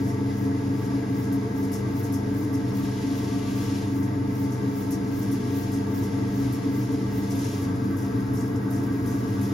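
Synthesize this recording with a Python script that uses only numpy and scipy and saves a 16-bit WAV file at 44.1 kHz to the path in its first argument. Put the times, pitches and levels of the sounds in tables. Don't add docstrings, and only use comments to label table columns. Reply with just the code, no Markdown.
import sys
import numpy as np
from scipy import signal
from scipy.fft import rfft, irfft
from scipy.io import wavfile

SR = 44100
rng = np.random.default_rng(int(sys.argv[2]) if len(sys.argv) > 2 else 0)


def generate_wav(sig):
    pcm = np.round(np.clip(np.atleast_2d(sig).T, -1, 1) * 32767).astype(np.int16)
    wavfile.write(sys.argv[1], SR, pcm)


N = 420273
TIME_S = np.arange(N) / SR
FREQ_HZ = np.maximum(np.arange(N // 2 + 1) * SR / N, 1)

# multiple of the shaft speed, level in dB.
HUM_ORDER_DB = [(5, -33.5), (6, -53.5), (8, -35), (9, -74), (10, -48.5), (11, -32.5), (12, -39.5),
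                (13, -48.5), (14, -50.5), (16, -50.5), (18, -45), (19, -74), (21, -63.5), (28, -60),
                (32, -65), (35, -65), (37, -71)]
# frequency in Hz, level in dB, change when the wheel runs freer in dB.
WHINE_HZ_DB = [(277.8, -36, -8.5), (420, -51.5, -6), (694, -61.5, -6), (877, -64, 5), (927, -65.5, 1),
               (1158.5, -63, -1), (1574, -66, 3), (1644.5, -65.5, 4), (1900, -64.5, 2), (1980.7, -68.5, -5),
               (2032, -68.5, 0), (2080, -72, -5), (2204, -68, -1)]
# multiple of shaft speed, level in dB, change when freer in dB.
LOAD_WHINE_ORDER_DB = (36, -54, -6)
MAINS_DB = [-64, -36.5]
# centre in Hz, width in Hz, density in dB per Hz before trim.
FRAME_MODES = [(50, 9, -63.5), (69.5, 8.2, -57), (94.5, 18, -60.5), (111.2, 9.8, -50), (117.3, 15.7, -51.5),
               (138, 5.5, -53.5), (143, 10, -59), (167, 12, -61.5), (180, 11.5, -53), (197, 14, -53),
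               (207, 24, -58), (220.5, 3.5, -57.5), (240.8, 14.2, -52.5), (254.5, 21, -56),
               (265.3, 7.1, -50), (280.8, 7.6, -47.5), (292.6, 24.5, -51), (308, 61, -59.5),
               (341.7, 16, -60), (373, 30, -65.5), (406, 12, -69), (419, 9.4, -53.5), (429.6, 11, -53.5),
               (453, 35, -60.5), (471.5, 9.9, -63.5), (480, 11, -68)]
# centre in Hz, width in Hz, density in dB per Hz before trim.
HOUSING_MODES = [(541, 11, -71.5), (579, 216, -74.5), (612, 26, -76.5), (691, 47, -68.5), (785, 120, -83.5),
                 (845, 52, -76.5), (875.6, 23, -67.5), (940, 45, -73), (1000, 270, -77.5),
                 (1084, 47, -74.5), (1160, 33, -71), (1240, 76, -81), (1315, 66, -75), (1480, 45, -80),
                 (1571, 40, -74), (1651, 106, -75.5), (1905, 52, -77.5), (2030, 94, -77.5),
                 (2250, 390, -88)]
# frequency in Hz, change in dB.
FAST_HZ_DB = [(70, 1), (115, 4.5), (138, -3), (180, 3.5), (220, -1), (245, 3), (280, -1), (315, 3),
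              (450, -0.5), (700, 0), (900, -0.5), (1150, 2.5), (1400, 2), (1490, 5.5), (1580, 1.5),
              (1800, 1.5), (2100, -2.5)]
# centre in Hz, width in Hz, swells per turn,
# first peak in turns, swing in dB.
THROBS = [(110, 70, 3, .07, .7), (110, 70, 1, .2, .6), (285, 60, 3, .08, .8), (695, 80, 1, .45, 1.6),
          (900, 110, 1, .35, .7), (1160, 70, 3, .02, 2.2)]
# frequency in Hz, side minus mid in dB.
SIDE_HZ_DB = [(60, -46), (110, -18), (200, -16.5), (380, -8.5), (700, 2), (1290, 0), (2380, -1), (4400, 22),
              (8120, 13), (15000, 7)]

# start in seconds, length in seconds, level in dB.
STROKES_S_DB = [(-.2, 2.7, -57), (2.803, 1.054, -46.5), (3.66, 0.1, -45.5), (4.376, 0.81, -55.5),
                (5.239, 0.51, -49.5), (5.794, 1.3, -53.5), (6.37, 0.23, -51.5), (7.13, 0.16, -52.5),
                (7.386, 0.2, -45), (9.19, .5, -52)]
# time in seconds, sizzle level in dB.
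PRESS_S_DB = [(0, -47), (.8, -48), (1.6, -43.5), (2, -39), (2.8, -43), (3.2, -45.5), (3.6, -43.5),
              (4.4, -42), (5.2, -37.5), (5.6, -38), (6.4, -43), (6.8, -41.5), (7.15, -43), (7.55, -47),
              (7.85, -60), (9.53, -62)]
# start in seconds, body level in dB before trim,
# length in seconds, level of the crisp start in dB.
CATCHES = [(.066, -48, .059, -53), (1.322, -51, .03, -42), (1.618, -52, .034, -58),
           (1.717, -40.5, .055, -41), (2.03, -47, .036, -51), (2.122, -42, .046, -40),
           (2.527, -44.5, .039, -47), (4.506, -47, .053, -52), (4.905, -40, .043, -39.5),
           (5.312, -43.5, .04, -42), (5.716, -43, .054, -46), (6.02, -44, .035, -56),
           (6.523, -46, .035, -42), (6.914, -48, .033, -49), (7.298, -40.5, .035, -47),
           (7.35, -43, .2, -50), (7.612, -52, .05, -49), (7.965, -48.5, .09, -48), (8.332, -46, .12, -48),
           (8.702, -47, .11, -46.5), (9.058, -46, .11, -47), (9.41, -47, .08, -45)]
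# place in the turn 0-1, length in seconds, level on the belly in dB,
# level on the neck in dB; both levels before pressure and trim.
SPOTS = [(.08, .052, -51, -54), (.47, .03, -70, -51), (.71, .03, -60, -48.5), (.89, .05, -55, -60)]
# time in seconds, sizzle level in dB.
COLLAR_S_DB = [(7.1, -90), (7.3, -58), (7.7, -64), (7.9, -56.5), (8.4, -57), (8.9, -53.5), (9.53, -53)]

# frequency in Hz, level in dB.
SLIDE_HZ_DB = [(600, -16), (1800, -2), (2800, 0), (4200, -1.5), (5500, -4), (7000, -4), (8300, -8),
               (9500, -7.5), (12000, -11), (13500, -15), (16000, -24)]
# frequency in Hz, level in dB.
SIZZLE_HZ_DB = [(3000, -36), (6000, -22), (8000, -17), (9500, -20), (11000, -17), (13100, -11),
                (14200, -3.5), (15250, 0), (15700, -1), (16000, -5)]
# frequency in Hz, level in dB.
SCRAPE_HZ_DB = [(3000, -24), (4400, -11), (5400, 0), (6700, -1), (8000, -2), (9500, -5), (13000, -9),
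                (15200, -13)]
# frequency in Hz, level in dB.
CRISP_HZ_DB = [(4000, -24), (5500, -9), (8000, -6), (10500, -1.5), (12500, 1), (14000, -5), (16000, -9)]
# frequency in Hz, level in dB.
AIR_HZ_DB = [(20, 5), (300, 3), (2400, 1), (2750, -2), (3100, -4), (3800, -2), (4300, -6), (4900, -1.5),
             (5800, -6.5), (7400, -5.5), (8200, -45), (9500, -6), (13000, -14), (16000, -21)]
# frequency in Hz, phase lead of the left in radians,
# coherence 0-1, left minus right in dB.
PORTS = [(100, 0, .9, 1), (2600, -.5, .6, 2.5), (4000, 0, .6, 2.5), (5000, -.5, .6, 2.5), (6500, .7, .6, 2),
         (8200, 3.1, .9, 0), (9500, 4.8, .85, 0), (11400, 6.3, .85, 0), (13000, 7.4, .7, 0),
         (14700, 9.4, .92, 0), (16000, 9.8, .9, 0)]
# centre in Hz, width in Hz, boost in dB.
HOLLOWS_HZ_DB = [(2780, 200, 2), (3400, 200, 2), (4900, 300, 2.5), (5470, 130, 6), (6120, 170, 4),
                 (6950, 250, 2.5), (7950, 200, 3), (10520, 130, 3), (12200, 250, 2), (12860, 130, 4)]
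# delay in seconds, gain.
ECHOES_S_GAIN = [(.00512, .2), (.01188, .25), (.0192, .15)]

SHAFT_HZ, MAINS_HZ = 24.856, 49.985
SMEAR_RAD = np.pi / 18
BEAT_DB, BEAT_DIP_S = 2.8, 1.25
TURN_S = .3987
NECK_S, SPEED_GAIN_SHARE, SPEED_UP_S = 7.6, .105, .2
STROKE_ATTACK_S, STROKE_RELEASE_S = 0.56, 0.31
POPS_PER_S, POP_DB, POP_SCATTER_DB, POP_HZ, POP_WIDTH_HZ = 900, -59, 2, 5500, 3800
SIZZLE_WIDTH_S, SIZZLE_PEAK_DB, SIZZLE_REST_DB = 0.041, -0.5, -33
SIZZLE_SKIRT_S, SIZZLE_SKIRT_DB = 0.046, -9
TURN_SCATTER_DB = 1.1
RUB_PRESS_SHARE = 0.27
BODY_LAG_S = .008
CRISP_ATTACK_S, CRISP_DECAY_S = .002, .014
CRISP_LENGTH_SHARE = .27
AIR_DB = -50
TOP_HZ = 15850


def undb(db):
    return 10 ** (np.asarray(db) / 20)


def curve(rows):
    rows = np.array(rows)
    return np.interp(TIME_S, rows[:, 0], rows[:, 1])


def over_freq(rows, axis=1):
    rows = np.array(rows)
    return np.interp(np.log(FREQ_HZ), np.log(rows[:, 0]), rows[:, axis])


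def band(hz, width_hz):
    return np.exp(-(2 * (FREQ_HZ - hz) / width_hz) ** 2)


def white():
    return rfft(rng.standard_normal(N))


def walk(rate_hz):
    x = irfft(white() * np.exp(-(FREQ_HZ / rate_hz) ** 2), N)
    return (x - x.mean()) / x.std()


def grain(rough_db, rate_hz):
    gain = undb(rough_db * walk(rate_hz))
    return gain / np.sqrt(np.mean(gain ** 2))


def ramp(middle_s, length_s):
    return .5 + .5 * np.sin(np.pi * np.clip((TIME_S - middle_s) / length_s, -.5, .5))


def brush(age_s, length_s, rise=0.38):
    swell = age_s / (rise * length_s)
    return swell * np.exp(1 - swell)


def hiss(colour):
    lead_rad = over_freq(PORTS)
    coherence = over_freq(PORTS, axis=2)
    tilt_db = over_freq(PORTS, axis=3)
    shared = np.sqrt(coherence) * white()
    ports = []
    for sign in (1, -1):
        own = np.sqrt(1 - coherence) * white()
        port = shared * np.exp(1j * sign * lead_rad / 2) + own
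        ports.append(port * undb(sign * tilt_db / 2))
    ring_db = sum(db / (1 + (2 * (FREQ_HZ - hz) / width_hz) ** 2) for hz, width_hz, db in HOLLOWS_HZ_DB)
    ripple = 1 + sum(gain * np.exp(-2j * np.pi * FREQ_HZ * delay_s) for delay_s, gain in ECHOES_S_GAIN)
    x = irfft(np.array(ports) * ripple * undb(over_freq(colour) + ring_db), N)
    return x / x.std()


def freed():
    return ramp(NECK_S, SPEED_UP_S)


def turns():
    return np.cumsum(1 + SPEED_GAIN_SHARE * freed()) / (SR * TURN_S)


def sway(order, lag_turns):
    return np.cos(2 * np.pi * order * (turns() - lag_turns))


def each_turn(scatter_db):
    count = (turns() + .5).astype(int)
    return undb(scatter_db * rng.standard_normal(count.max() + 1))[count]


def machine(rumble_db=-0.84, whirr_db=-1.06, hum_db=0, pan_db=0.84, lurch_db=0.5):
    rumble_gain = undb(rumble_db + lurch_db * sway(order=2, lag_turns=0.13))
    rumble = frame(FRAME_MODES, throb_db=0.46, throb_hz=8.0) * rumble_gain
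    whirr = frame(HOUSING_MODES, throb_db=0.63, throb_hz=29) * undb(whirr_db)
    mix = throb(undb(hum_db) * motor() + rumble + whirr)
    return mix * undb([[pan_db / 2], [-pan_db / 2]])


def motor(wander=0.00066, flutter=0.15, slip_hz=0.58):
    clock_s = TIME_S + np.cumsum(wander * walk(3.64)) / SR
    side_gain = undb(over_freq(SIDE_HZ_DB))
    fast = freed()
    order, loaded_db, eased_db = LOAD_WHINE_ORDER_DB
    tones = [(k * SHAFT_HZ, db, 0) for k, db in HUM_ORDER_DB]
    tones.append((order * SHAFT_HZ, loaded_db + eased_db * fast, 0))
    for hz, db, fast_db in WHINE_HZ_DB:
        slip_cycles = np.cumsum(slip_hz * walk(2.06)) / SR
        tones.append((hz, db + fast_db * fast, slip_cycles))
    out = np.zeros((2, N))
    for hz, db, slip_cycles in tones:
        phase = 2 * np.pi * (hz * clock_s + slip_cycles) - SMEAR_RAD * (hz / SHAFT_HZ) ** 2
        side = np.interp(hz, FREQ_HZ, side_gain) * np.cos(phase)
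        stereo = np.sin(phase) + np.outer([1, -1], side)
        out += undb(db) * (1 + flutter * walk(2.5)) * stereo
    beat_hz = 2 * MAINS_HZ - 4 * SHAFT_HZ
    beat_db = -BEAT_DB * np.cos(2 * np.pi * beat_hz * (TIME_S - BEAT_DIP_S))
    for k, db in enumerate(MAINS_DB, 1):
        tone = np.sin(2 * np.pi * (k * MAINS_HZ * TIME_S + rng.random()))
        out += undb(db + beat_db * (k == 2)) * tone
    return np.sqrt(2) * out


def frame(modes, throb_db, throb_hz):
    power = 0
    for hz, width_hz, db in modes:
        detune = (FREQ_HZ / hz - hz / FREQ_HZ) * hz / width_hz
        power = power + undb(db) ** 2 / (1 + detune ** 2) ** 2
    side = white() * undb(over_freq(SIDE_HZ_DB))
    spectrum = (white() + np.outer([1, -1], side)) * np.sqrt(power * SR / 2)
    slow = irfft(spectrum, N)
    fast = irfft(spectrum * undb(over_freq(FAST_HZ_DB)), N)
    return (slow + (fast - slow) * freed()) * undb(throb_db * walk(throb_hz))


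def throb(x):
    spectrum = rfft(x)
    out = x
    for hz, width_hz, times, peak_turns, db in THROBS:
        part = irfft(spectrum * np.sqrt(band(hz, width_hz)), N)
        out = out + part * (undb(db * sway(order=times, lag_turns=peak_turns)) - 1)
    return out


def slide():
    power = 0
    for start_s, length_s, db in STROKES_S_DB:
        release = 1 - ramp(start_s + length_s, STROKE_RELEASE_S)
        power = power + undb(db) ** 2 * ramp(start_s, STROKE_ATTACK_S) * release
    size = np.sqrt(power)
    return hiss(SLIDE_HZ_DB) * size * grain(rough_db=1.0, rate_hz=45) + crackle(size)


def crackle(size):
    chance = POPS_PER_S / SR * size / size.mean()
    pops = (rng.random(N) < chance) * undb(POP_SCATTER_DB * rng.standard_normal(N))
    signed = pops * rng.choice([-1, 1], (2, N))
    x = irfft(rfft(signed) * band(POP_HZ, POP_WIDTH_HZ), N)
    return undb(POP_DB) * x / x.std()


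def sizzle(trail_db=-6, trail_s=0.044):
    off_s = ((turns() + .5) % 1 - .5) * TURN_S
    swell = undb(SIZZLE_PEAK_DB) * each_turn(TURN_SCATTER_DB) / (1 + (off_s / SIZZLE_WIDTH_S) ** 2)
    skirt = undb(SIZZLE_SKIRT_DB) * np.exp(-(off_s / SIZZLE_SKIRT_S) ** 2)
    size = undb(curve(PRESS_S_DB)) * np.hypot(swell, undb(SIZZLE_REST_DB) + skirt)
    trail = sum(undb(edge_db + trail_db) * brush(np.maximum(TIME_S - start_s, 0), trail_s)
                for start_s, _, _, edge_db in CATCHES)
    slips = grain(rough_db=2.2, rate_hz=400) * grain(rough_db=2.2, rate_hz=35)
    return hiss(SIZZLE_HZ_DB) * np.hypot(size, trail) * slips


def scrapes(soft_db=-1.9, crisp_db=0.0, rub_crisp_db=-9):
    rub = rubs()
    body = rub
    edge = undb(rub_crisp_db) * rub
    for start_s, body_db, length_s, edge_db in CATCHES:
        age_s = np.maximum(TIME_S - start_s, 0)
        body_age_s = np.maximum(age_s - BODY_LAG_S, 0)
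        body = np.hypot(body, undb(body_db) * brush(body_age_s, length_s, rise=0.36))
        decay_s = CRISP_DECAY_S + CRISP_LENGTH_SHARE * length_s
        edge = edge + undb(edge_db) * (1 - np.exp(-age_s / CRISP_ATTACK_S)) * np.exp(-age_s / decay_s)
    dull = undb(soft_db) * body * hiss(SCRAPE_HZ_DB) * grain(rough_db=2.2, rate_hz=400)
    bright = undb(crisp_db) * edge * hiss(CRISP_HZ_DB) * grain(rough_db=0.5, rate_hz=420)
    return dull + bright


def rubs():
    press_db = curve(PRESS_S_DB)
    press_db = RUB_PRESS_SHARE * (press_db - press_db.mean())
    level = 0
    for place, length_s, belly_db, neck_db in SPOTS:
        age_s = (turns() - place) % 1 * TURN_S
        spot_db = belly_db + (neck_db - belly_db) * freed() + press_db
        level = level + brush(age_s, length_s) * undb(spot_db)
    return level


def collar(wet_db=-8):
    slips = grain(rough_db=2.2, rate_hz=24) * grain(rough_db=2.0, rate_hz=400)
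    return undb(curve(COLLAR_S_DB)) * slips * (hiss(SIZZLE_HZ_DB) + undb(wet_db) * hiss(CRISP_HZ_DB))


def air():
    return undb(AIR_DB) * hiss(AIR_HZ_DB) * grain(rough_db=0.8, rate_hz=9.6)


def scene():
    return machine() + slide() + sizzle() + scrapes() + collar() + air()


def record(dry):
    return signal.sosfilt(signal.ellip(10, .2, 80, TOP_HZ, fs=SR, output="sos"), dry)


dry = scene()
out = record(dry)
generate_wav(out)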